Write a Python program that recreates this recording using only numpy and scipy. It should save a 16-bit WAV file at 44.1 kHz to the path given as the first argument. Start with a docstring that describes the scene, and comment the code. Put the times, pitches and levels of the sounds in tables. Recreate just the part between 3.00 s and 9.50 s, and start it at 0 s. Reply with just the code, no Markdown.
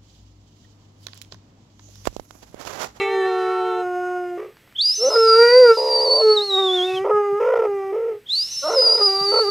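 """Old hound howling indoors

A carpeted room: an old hound beside a sofa, an arm's length from the microphone.
Its vocal folds sing clean notes as gliding harmonics, the first beside a second pitch, or slip in a rough gargle.
Twice a thin whistling whine, a gliding sine with flutter, rides on top with a hiss of air, shaped noise.
Clicks of the lips and soft bumps are short noise bursts, over a quiet room tone and faint steady tones."""
import sys
import numpy as np
from scipy import signal
from scipy.fft import rfft, irfft
from scipy.io import wavfile
from scipy.ndimage import uniform_filter1d

SR = 44100
rng = np.random.default_rng(int(sys.argv[2]) if len(sys.argv) > 2 else 0)


def put_to_file(sound):
    """Save the sound as 16-bit audio at rate SR, in the file named by the first command-line argument."""
    columns = np.atleast_2d(sound).T  # one column per channel
    safe = np.clip(columns, -1, 1)
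    whole_steps = np.round(safe * 32767)
    wavfile.write(sys.argv[1], SR, whole_steps.astype(np.int16))


N = 286650
T = np.arange(N) / SR


def undb(db):
    """Decibels to gain."""
    return 10 ** (np.asarray(db) / 20)


def unit(x):
    """Scale to rms 1."""
    return x / np.sqrt(np.mean(x ** 2))


def curves(rows):
    """The columns of a table, joined by straight lines in time."""
    s, *columns = np.transpose(rows)
    return [np.interp(T, s, c) for c in columns]


def gate(start, end, fade):
    """1 between two times, with sloping edges just outside them."""
    edges = np.minimum(T - start, end - T) / fade
    return np.clip(edges + 1, 0, 1) ** 2


def swell(start, end, attack, release):
    """Attack, hold and release between two times."""
    edges = np.minimum((T - start) / attack, (end - T) / release)
    return np.sin(np.pi / 2 * np.clip(edges, 0, 1)) ** 2


def gain_at(hz, colour):
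    """Gain of a colour at these frequencies, read on a logarithmic pitch scale."""
    f, db = np.transpose(colour)
    return undb(np.interp(np.log(np.maximum(hz, 1)), np.log(f), db))


def noise(colour):
    """Noise of a given colour, rms 1."""
    spectrum = rfft(rng.standard_normal(N))
    return unit(irfft(spectrum * gain_at(np.arange(N // 2 + 1) * SR / N, colour), N))


def wander(hz):
    """Random drift up to about a given rate, rms 1."""
    f = np.arange(N // 20) * SR / N
    real, imaginary = rng.standard_normal((2, len(f)))
    return unit(irfft((real + 1j * imaginary) / (1 + (f / hz) ** 4), N))


def turn(hz):
    """Phase of an oscillator, in radians."""
    return 2 * np.pi * np.cumsum(hz) / SR


def harmonics(phase, hz, levels_db, colour, on, count=30):
    """The low harmonics, each at its own level, and a tail of overtones in the given colour."""
    out, live = np.zeros(N), on > 0
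    *low, high = (undb(db[live]) for db in levels_db)
    k = np.arange(len(low) + 1, count)[:, None]
    # standing waves lift some overtones and swallow others as the pitch glides
    grid = np.linspace(0, SR / 2, 300)
    ripple = undb(4.5 * np.interp(k * hz[live], grid, rng.standard_normal(len(grid))))
    tail = (gain_at(k * hz[live], colour) * ripple * np.sin(k * phase[live])).sum(axis=0)
    low_sum = sum(g * np.sin((i + 1) * phase[live]) for i, g in enumerate(low))
    out[live] = high * tail + low_sum
    return np.sqrt(2) * out * on


# colour of the air that leaks through the folds: (frequency [Hz], level [dB])
HUSK_COLOUR = [(200, -28), (330, -11), (500, 4.5), (1000, -5.5), (1400, 9), (1600, -7.5), (2000, 5),
               (2900, -6), (3400, -9), (4100, -17.5), (5200, -16.5), (7000, -22), (11000, -29),
               (15000, -33.5)]


def note(hz, levels_db, on, colour, jitter, overtones_db, husk_db):
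    """A clean note: the folds swing evenly and leak air that pulses once a cycle."""
    phase = turn(hz * (1 + jitter * wander(53) + 0.0013 * wander(350)))
    # the faint overtones follow the highest of the strong harmonics
    bright_db = np.mean(levels_db[-3:], axis=0) + overtones_db
    tone = harmonics(phase, hz, levels_db + [bright_db], colour, on)
    tone = tone * (1 + 0.023 * wander(46))
    leak_db = np.mean(levels_db, axis=0) + husk_db + 2.0 * wander(28)
    husk = noise(HUSK_COLOUR) * (1 + .5 * np.cos(phase)) * on * undb(leak_db)
    return tone + husk


def taps(events, colour, rise, decay, trim_db):
    """Short noise bursts that swell and die away, rise and decay in seconds."""
    envelope = np.zeros(N)
    for s, db in events:
        age = np.maximum(T - s, 0)
        envelope += undb(db + trim_db) * (1 - np.exp(-age / rise)) * np.exp(-age / decay)
    return envelope * noise(colour)


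# colour of the quiet room: (frequency [Hz], level [dB])
ROOM_COLOUR = [(12, -15.5), (35, -9), (70, -8.5), (95, -5), (125, 1.5), (165, -7.5), (220, -7), (500, -11),
               (1000, -19), (2000, -12), (4000, -21), (8000, -30), (15000, -27.5)]


def room_tone():
    """The quiet room: coloured noise whose level drifts slowly."""
    return noise(ROOM_COLOUR) * undb(-56 + wander(4))


# faint electronic tones: (frequency [Hz], level [dB])
FAINT_TONES = [(8000, -75.5), (12220, -73.5), (12279, -83)]


def electronic_tones():
    """Steady sines high in the treble."""
    return sum(np.sqrt(2) * undb(db) * np.sin(2 * np.pi * hz * T) for hz, db in FAINT_TONES)


# higher pitch sung along with the first note: (start [s], end [s], pitch [Hz])
SECOND_PITCH = (0.0, 0.809, 447)
# its harmonics 1 to 9 before accent, fade and closing: (level [dB])
SECOND_LEVELS = [-31.5, -41.5, -51, -54.5, -52, -48.5, -48, -50.5, -42.5]
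# colour of its overtones: (frequency [Hz], level [dB])
SECOND_OVERTONES = [(4400, -30.5), (5000, -21.5), (5600, -27.5), (6300, -20), (9000, -28), (15000, -36)]
ACCENT_DB, ACCENT_S = 4.5, 0.19  # extra level at the start, and its decay time
# one resonance sinks through the harmonics as the mouth closes
OPEN_HZ, CLOSED_HZ, CLOSING_S, CLOSING_WIDTH_HZ, CLOSING_DB = 2393, 1220, 0.29, 410, 21
DARKEN_DB_PER_S = 7  # fade of the ninth harmonic, less for those below
DROOP, DROOP_S = .04, 0.013  # sag of the pitch as it dies, as a share, and its time scale


def second_voice():
    """A steady higher pitch beside the first note, darkening as the mouth closes."""
    start, end, pitch_hz = SECOND_PITCH
    age = np.maximum(T - start, 0)
    droop = DROOP / (1 + np.exp(np.minimum((end + DROOP_S - T) / DROOP_S, 50)))
    hz = pitch_hz * (1 + 0.0054 * wander(10) - droop)
    centre_hz = CLOSED_HZ + (OPEN_HZ - CLOSED_HZ) * np.exp(-age / CLOSING_S)
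    accent_db = ACCENT_DB * np.exp(-age / ACCENT_S)
    fade_db = DARKEN_DB_PER_S * age / len(SECOND_LEVELS)
    levels_db = []
    for k, db in enumerate(SECOND_LEVELS, 1):
        resonance_db = CLOSING_DB * np.exp(-((k * hz - centre_hz) / CLOSING_WIDTH_HZ) ** 2)
        levels_db.append(db + accent_db - k * fade_db + 1.8 * wander(7.6) + resonance_db)
    return note(hz, levels_db, gate(start, end, 0.049), SECOND_OVERTONES,
                jitter=0.0031, overtones_db=-2.0, husk_db=-9.5)


# clean notes, one short curve each: (time [s], pitch [Hz], level of the fundamental [dB],
# brightness: upper mouth resonance against the fundamental [dB],
# edge: overtones above that resonance against the fundamental [dB])
NOTE_CURVES = [
    [(0.012, 394.7, -21.5, -10, -5), (0.018, 394.8, -22, -21, 5), (0.072, 393.2, -26, -9, -14),
     (0.174, 382.6, -19.5, -18.5, -17), (0.364, 371.1, -22, -11, -23), (0.508, 371.0, -22, -9.5, -15.5),
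     (0.762, 364.8, -24, -11.5, -32.5), (0.85, 359.7, -26.5, -5.5, -24.5), (1.138, 360.6, -27, -3, -25),
     (1.375, 353.2, -29.5, -17.5, -24)],
    [(2.16, 465, -13, -8, -30.5), (2.18, 454, -13.5, -11, -34), (2.332, 445, -12.5, -5, -33),
     (2.424, 469, -9, -8.5, -13.5), (2.502, 480, -12.5, -10, -5), (2.546, 499.7, -10, -7, -9.5),
     (2.604, 511, -8, -17, -23), (2.712, 452, -8.5, -5, -28), (2.755, 443, -24, -9, -26)],
    [(3.22, 441, -17, -23, -33), (3.25, 436, -11, -27, -44), (3.308, 430, -9, -22.5, -39.5),
     (3.464, 402.5, -32.5, -13, -17), (3.574, 378, -21.5, -7, -31), (3.586, 391, -21.5, -5, -17),
     (3.65, 379, -20, -11.5, -40), (3.79, 362, -21, -17, -21), (3.992, 379, -23.5, -14.5, -20),
     (4.04, 392, -24, -17.5, -15.5)],
    [(4.115, 421.7, -17, -6.5, -34), (4.183, 414.7, -17, -7, -28), (4.235, 408.7, -23.5, -11, -16),
     (4.333, 402.6, -19.5, -16.5, -32), (4.39, 417.1, -23.5, -8, -20.5)],
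    [(4.675, 410.2, -23.5, -18, -25.5), (4.721, 401.9, -22.5, -21.5, -25),
     (4.825, 389.0, -27, -14.5, -18.5), (4.915, 388.2, -25.5, -19, -25)],
    [(6.015, 409.7, -20, -10, -26.5), (6.047, 411.7, -27.5, -9, -24), (6.083, 387.3, -25, -5, -21),
     (6.217, 393.9, -29, -2.5, -16), (6.31, 406.1, -23, -15.5, -15)],
    [(6.395, 448.1, -19.5, -9, -31), (6.421, 441.8, -16, -10, -29), (6.459, 393.7, -24.5, -12, -25),
     (6.49, 407.0, -20, -11, -24.5)],
]
# how mouth and room colour harmonics 2 to 6: (frequency [Hz], level against the fundamental [dB])
VOWEL_COLOUR = [(700, -5), (745, -5.5), (835, -10), (885, -21.5), (930, -19), (1070, -19), (1170, -7.5),
                (1340, -7), (1450, -15.5), (1580, -26), (1680, -20), (1790, -26), (1940, -22.5),
                (2120, -28), (2350, -27.5), (2520, -39.5), (2700, -29), (3050, -56)]
# how far a harmonic follows the two controls: (frequency [Hz], share of brightness, share of edge)
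MOUTH_OPENING = [(734, 0.53, 0.063), (945, 0, 0.25), (1100, 0.83, 0), (1430, 1, 0), (1800, 0, 0.66),
                 (2600, 0, 0.58)]
# colour of the overtones: (frequency [Hz], level [dB])
THROAT_COLOUR = [(2400, -5), (2850, -2), (3300, -22.5), (4300, -26.5), (5000, -11), (5600, -21.5),
                 (6200, -16.5), (7500, -21.5), (11000, -31.5), (15000, -33)]
USUAL_BRIGHTNESS_DB, USUAL_EDGE_DB = -9.5, -20
# the folds grow less steady when pushed: dB of jitter per dB of level above an easy level
EASY_DB, STRAIN = -20, .4


def howl():
    """The main voice: its harmonics glide through the vowel and brighten as the mouth opens."""
    hz, db, brightness_db, edge_db = curves([row for rows in NOTE_CURVES for row in rows])
    on = np.max([gate(rows[0][0], rows[-1][0], .024) for rows in NOTE_CURVES], axis=0)
    at_hz, by_brightness, by_edge = np.transpose(MOUTH_OPENING)
    levels_db = [db]
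    for k in range(2, 7):
        bright_lift_db = np.interp(k * hz, at_hz, by_brightness) * (brightness_db - USUAL_BRIGHTNESS_DB)
        edge_lift_db = np.interp(k * hz, at_hz, by_edge) * (edge_db - USUAL_EDGE_DB)
        vowel_db = 20 * np.log10(gain_at(k * hz, VOWEL_COLOUR))
        levels_db.append(db + vowel_db + bright_lift_db + edge_lift_db + 1.45 * wander(14))
    jitter = 0.0024 * undb(STRAIN * (db - EASY_DB))
    return note(hz, levels_db, on, THROAT_COLOUR, jitter, overtones_db=-4.5, husk_db=-16.0)


# gargles: (start [s], end [s], attack [s], release [s],
# slower fold at start [Hz], at end [Hz], faster fold at start [Hz], at end [Hz],
# rise of both in mid-gargle [share], pull of the slower fold [0-1], disorder [0-1],
# level in each of three mouth resonances [dB] x 3, reference level of the rattle [dB])
GARGLE_EVENTS = [ (1.365, 1.551, .025, 0.19, 358, 375, 423, 433, 0.0028, 0.63, 0.54, -28.5, -50, -44, -48),
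                 (1.967, 2.099, .12, 0.014, 222, 276.8, 432, 559.7, 0, 0.14, 0.076, -15, -43, -37.5, -49),
                 (2.088, 2.182, 0.025, 0.0095, 440, 432, 582.4, 504, 0.0075, 0.66, 0.57, -24, -32.5, -31, -48),
                 (2.768, 3.06, 0.0053, 0.011, 441, 442, 508.5, 512, 0.0084, 0.64, 0.16, -21.5, -28.5, -54, -49),
                 (3.05, 3.226, .012, 0.011, 437, 444, 536.6, 585, 0, .5, 0.42, -20, -31, -55, -49.5),
                 (4.04, 4.125, 0.011, .012, 395, 421.3, 478, 533, 0, 0.57, 0.83, -20.5, -31, -35, -45),
                 (4.394, 4.545, 0.013, 0.011, 415, 465, 460, 519, 0.007, 0.45, .3, -17.5, -31.5, -32, -41),
                 (4.532, 4.688, 0.011, 0.037, 470, 424.7, 524, 477.4, 0.0055, 0.97, 0.48, -18, -33, -31.5, -43),
                 (4.92, 4.997, 0.011, 0.013, 386, 397, 440, 444, 0.004, 0.36, 0.557, -21.5, -44, -43.5, -48.5),
                 (4.984, 5.21, 0.0099, .13, 394, 344, 443, 390.6, 0.076, 0.077, 0.31, -23, -48.5, -46, -51.5),
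                 (5.615, 5.707, 0.042, 0.01, 272, 333.2, 536, 671.5, 0, 0.22, 0.17, -23, -34.5, -30, -50),
                 (5.695, 5.767, .012, 0.013, 457, 468.8, 560, 544.3, 0.0033, 0.72, 0.65, -22.5, -32.5, -31.5, -44),
                 (5.757, 5.819, 0.009, 0.017, 467, 438.4, 539.8, 511, 0.0005, 0.08, 0.12, -15.5, -39, -42, -46),
                 (5.808, 6.032, .012, 0.019, 451, 433.4, 559, 519.7, .025, 0.68, 0.759, -26, -38, -39, -47),
                 (6.314, 6.405, .012, 0.011, 405, 442, 488, 500.5, 0, 0.58, 0.49, -19.5, -29.5, -26.5, -42),
                 ]
SETTLE_S = 0.01235  # the glide of both folds starts this late and ends this early


def gargle_controls():
    """In each gargle both folds glide along a low arch, while pull, disorder and levels hold."""
    points, arch, on = [], np.ones(N), np.zeros(N)
    for start, end, attack, release, slow_from, slow_to, fast_from, fast_to, rise, *held in GARGLE_EVENTS:
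        points.append((start + SETTLE_S, slow_from, fast_from, *held))
        points.append((end - SETTLE_S, slow_to, fast_to, *held))
        arch += rise * np.sin(np.pi * np.clip((T - start) / (end - start), 0, 1))
        on += swell(start, end, attack, release)
    slow_hz, fast_hz, *held = curves(points)
    return on, slow_hz * arch, fast_hz * arch, *held


def resonate(x, low_hz, high_hz):
    """One steep resonance of the mouth, held near rms 1."""
    band = signal.butter(2, [low_hz, high_hz], "band", fs=SR, output="sos")
    y = signal.sosfiltfilt(band, x)
    return y / np.sqrt(uniform_filter1d(y ** 2, SR // 25) + 1e-9)


# resonances of the mouth: (lower edge [Hz], upper edge [Hz])
MOUTH_BANDS = [(330, 860), (800, 1153), (1150, 1384)]
# colour of the rough noise in the mouth: (frequency [Hz], level [dB])
RASP_COLOUR = [(280, -14.5), (380, 2.5), (550, -5.5), (720, -1), (950, -0.5), (1350, 3.5), (1600, -23.5),
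               (3000, -46.5)]
# colour of the rattle above it: (frequency [Hz], level [dB])
RATTLE_COLOUR = [(1300, -31.5), (1650, -2.5), (2050, 2.5), (2400, -3), (2850, -7.5), (3400, -16),
                 (4300, -39.5), (5000, -15), (5600, -21.5), (6200, -19.5), (7500, -31), (15000, -35)]


def gargle():
    """The faster fold lingers in step with the slower one, then slips a cycle: sidebands at the beat rate."""
    on, slow_hz, fast_hz, pull, disorder, *bands_db, high_db = gargle_controls()
    pull = np.clip(pull, 0, .9)
    beat = turn((fast_hz - slow_hz) * (1 + 0.65 * disorder * wander(50)))
    slip = beat - 2 * np.angle(1 + pull * np.exp(1j * beat))
    phase = turn(slow_hz * (1 + 0.041 * disorder * wander(107.3))) + slip
    # the swing shrinks and recovers around each slip
    swing = 1 + 0.71 * pull * np.cos(beat + 0.75) + 0.4 * disorder * wander(76)
    rasp = noise(RASP_COLOUR) * disorder * undb(-12)
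    out = np.zeros(N)
    for k, ((low_hz, high_hz), db) in enumerate(zip(MOUTH_BANDS, bands_db), 1):
        out += undb(db) * resonate(swing * (np.sin(k * phase) + rasp), low_hz, high_hz)
    # above the mouth resonances the overtones blur into a rattle
    rattle = harmonics(phase, fast_hz, [high_db - 10.5], RATTLE_COLOUR, on)
    rattle = rattle + undb(high_db - 2.5) * noise(RATTLE_COLOUR) * on
    return out * on + swing * rattle


# small clicks of the lips: (time [s], level before trim [dB])
LIP_CLICKS = [(1.569, -32.5), (1.675, -40), (1.724, -36)]


def lip_clicks():
    """Very short noise bursts, strongest around 1 kHz."""
    colour = [(200, -4), (1000, 5), (5000, -9), (15000, -36.5)]
    return taps(LIP_CLICKS, colour, rise=0.00037, decay=0.0018, trim_db=-6.5)


# glide of the two whines: (time [s], pitch [Hz])
WHINE_GLIDES = [
    [(1.78, 3167), (1.81, 3791), (1.82, 4510), (1.87, 4930), (1.91, 4963), (1.95, 5488), (1.96, 4913),
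     (1.98, 5196), (2.04, 5490), (2.17, 4980), (2.2, 5300), (2.3, 4816), (2.54, 4656), (2.71, 4782),
     (2.75, 5170), (2.79, 4770), (2.83, 4944), (3.0, 4560), (3.03, 4820), (3.09, 4410), (3.16, 4610),
     (3.21, 4400), (3.35, 4430), (3.38, 3754), (3.4, 3730), (3.44, 4356), (3.48, 4280), (3.51, 3836),
     (3.66, 3630), (3.69, 3380), (3.75, 3590), (3.79, 3270), (3.82, 3278), (3.85, 3600), (3.9, 3676),
     (3.91, 3393), (3.94, 3708), (3.99, 2962)],
    [(5.28, 3150), (5.296, 3460), (5.334, 4110), (5.35, 4050), (5.358, 4440), (5.392, 4560), (5.446, 5180),
     (5.51, 5567), (5.584, 5340), (5.742, 5443), (5.778, 4950), (5.816, 4993), (5.9, 4790), (5.986, 5023),
     (6.024, 4845), (6.058, 4970), (6.094, 4758), (6.146, 4807), (6.2, 4633), (6.24, 4846), (6.268, 4620),
     (6.41, 4477), (6.442, 4733), (6.5, 4595)],
]
# loudness of the two whines: (time [s], level [dB])
WHINE_LEVELS = [
    [(1.78, -32), (1.79, -18.5), (1.91, -16), (1.98, -35), (2.03, -20), (2.09, -34), (2.14, -19.5),
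     (2.25, -26.5), (2.29, -18.5), (2.7, -22.5), (2.75, -40.5), (2.79, -22), (2.84, -30), (2.92, -19),
     (3.1, -21.5), (3.12, -14.5), (3.28, -25.5), (3.32, -19), (3.36, -28.5), (3.37, -17.5), (3.48, -30),
     (3.51, -20), (3.84, -23.5), (3.91, -41), (3.98, -31), (3.99, -41.5)],
    [(5.28, -46), (5.3, -24), (5.398, -16.5), (5.5, -37), (5.592, -21), (5.608, -32), (5.694, -28.5),
     (5.734, -32.5), (5.782, -16.5), (5.922, -13), (5.986, -22), (6.024, -14.5), (6.19, -22), (6.39, -18),
     (6.458, -29.5), (6.5, -22)],
]
# the whine chirps as it catches, and flips to other resonances:
# (start [s], end [s], pitch at start [Hz], pitch at end [Hz], level [dB])
WHINE_FLIPS = [(1.759, 1.771, 3050, 3640, -29.5), (1.952, 2, 6070, 6080, -24.5),
               (2.053, 2.098, 6070, 6060, -24), (3.872, 3.96, 2656, 2560, -36),
               (5.265, 5.274, 3200, 3690, -39), (5.508, 5.566, 6030, 6080, -31.5),
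               (5.59, 5.645, 6070, 6070, -33.5), (5.705, 5.74, 6030, 6090, -34)]
TREMBLE, TREMBLE_HZ = .005, 12  # depth as a share of the pitch, and mean rate
# the jet flutters more with each dB that it weakens below the steady level
STEADY_DB, STEADY_FLUTTER, FLUTTER_PER_DB = -24, 0.25, 0.03
FLIP = 0.36  # share of its swing that the whine loses during a flip


def whine(voice):
    """A narrow jet whistles far above the voice, whose pulses shake its pitch."""
    hz, = curves([row for rows in WHINE_GLIDES for row in rows])
    db, = curves([row for rows in WHINE_LEVELS for row in rows])
    flutter = np.clip(STEADY_FLUTTER + FLUTTER_PER_DB * np.maximum(STEADY_DB - db, 0), 0, 1)
    on = np.max([gate(rows[0][0], rows[-1][0], 0.015) for rows in WHINE_LEVELS], axis=0)
    tremble = TREMBLE * np.sin(turn(TREMBLE_HZ * (1 + .2 * wander(4))))
    shake = 0.0026 * wander(40) + 0.023 * flutter * wander(330) + 0.0059 * voice
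    phase = turn(hz * (1 + tremble + shake))
    tone = np.sin(phase) + undb(-29.5) * np.sin(2 * phase) + undb(-57.5) * np.sin(3 * phase)
    out = tone * on * undb(db + 1.26 * wander(32)) * (1 + .5 * flutter * wander(110))
    for start, end, start_hz, end_hz, squeak_db in WHINE_FLIPS:
        squeak_hz = np.interp(T, [start, end], [start_hz, end_hz]) * (1 + 0.0062 * wander(260))
        flipped = gate(start + 0.005, end - .005, 0.018)
        squeak = undb(squeak_db) * flipped * np.sin(turn(squeak_hz))
        out = out * (1 - FLIP * flipped) + squeak
    return np.sqrt(2) * out


# colour of the air through the nose: (frequency [Hz], level [dB])
NOSE_COLOUR = [(300, -21), (1500, -17.5), (2400, -13.5), (2850, 3), (3250, -11.5), (3700, 2), (4100, 8),
               (4450, -2), (5300, 3.5), (6500, -4), (8000, -10), (10000, -8.5), (12500, -14),
               (15500, -23.5)]
# the hiss starts with each whine and sags as the whine goes on
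AIR_DB, AIR_SAG_DB_PER_S, AIR_ATTACK_S, AIR_RELEASE_S = -37, 4.2, 0.15, 0.042


def air():
    """The air that feeds the whine hisses through the nose."""
    flow = np.zeros(N)
    for rows in WHINE_LEVELS:
        start, end = rows[0][0], rows[-1][0]
        breath = swell(start - .025, end + AIR_RELEASE_S, AIR_ATTACK_S, AIR_RELEASE_S + 0.034)
        flow += breath * undb(-AIR_SAG_DB_PER_S * (T - start))
    return noise(NOSE_COLOUR) * flow * undb(AIR_DB + 0.57 * wander(30))


# soft bumps: (time [s], level before trim [dB])
SOFT_BUMPS = [(3.934, -31), (3.999, -32), (4.139, -30), (4.321, -30.5), (4.572, -37.5), (4.733, -38),
              (4.839, -50), (6.202, -29)]


def soft_bumps():
    """Dull noise bursts, strongest around 130 Hz."""
    colour = [(60, -39), (130, 0.5), (210, -3.5), (320, -28.5), (1500, -47.5), (6000, -65.0)]
    return taps(SOFT_BUMPS, colour, rise=0.0068, decay=0.018, trim_db=-7.5)


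def room(x, t60, wet_db):
    """Carpet and upholstery leave only a short, weak tail, falling 60 dB in t60 seconds."""
    age = T[:SR // 2]
    tail = rng.standard_normal(len(age)) * np.exp(-np.log(1000) * age / t60) * (age > .004)
    return x + undb(wet_db) * signal.fftconvolve(x, tail / np.linalg.norm(tail))[:N]


LEFT_DB = -0.8  # level of the left channel against the right


def scene():
    """The dog, small movements and the quiet room: one signal, slightly softer on the left."""
    voice = second_voice() + howl() + gargle()
    dog = voice + lip_clicks() + whine(voice) + air()
    near = room(dog + soft_bumps(), t60=.26, wet_db=-17)
    balance = undb(np.array([[LEFT_DB], [-LEFT_DB]]) / 2)
    return (near + room_tone() + electronic_tones()) * balance


TOP_HZ = 15450


def record(dry):
    """The recorder cuts the top with a steep low-pass."""
    return signal.sosfilt(signal.ellip(10, .1, 80, TOP_HZ, fs=SR, output="sos"), dry)


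dry = scene()
out = record(dry)
put_to_file(out)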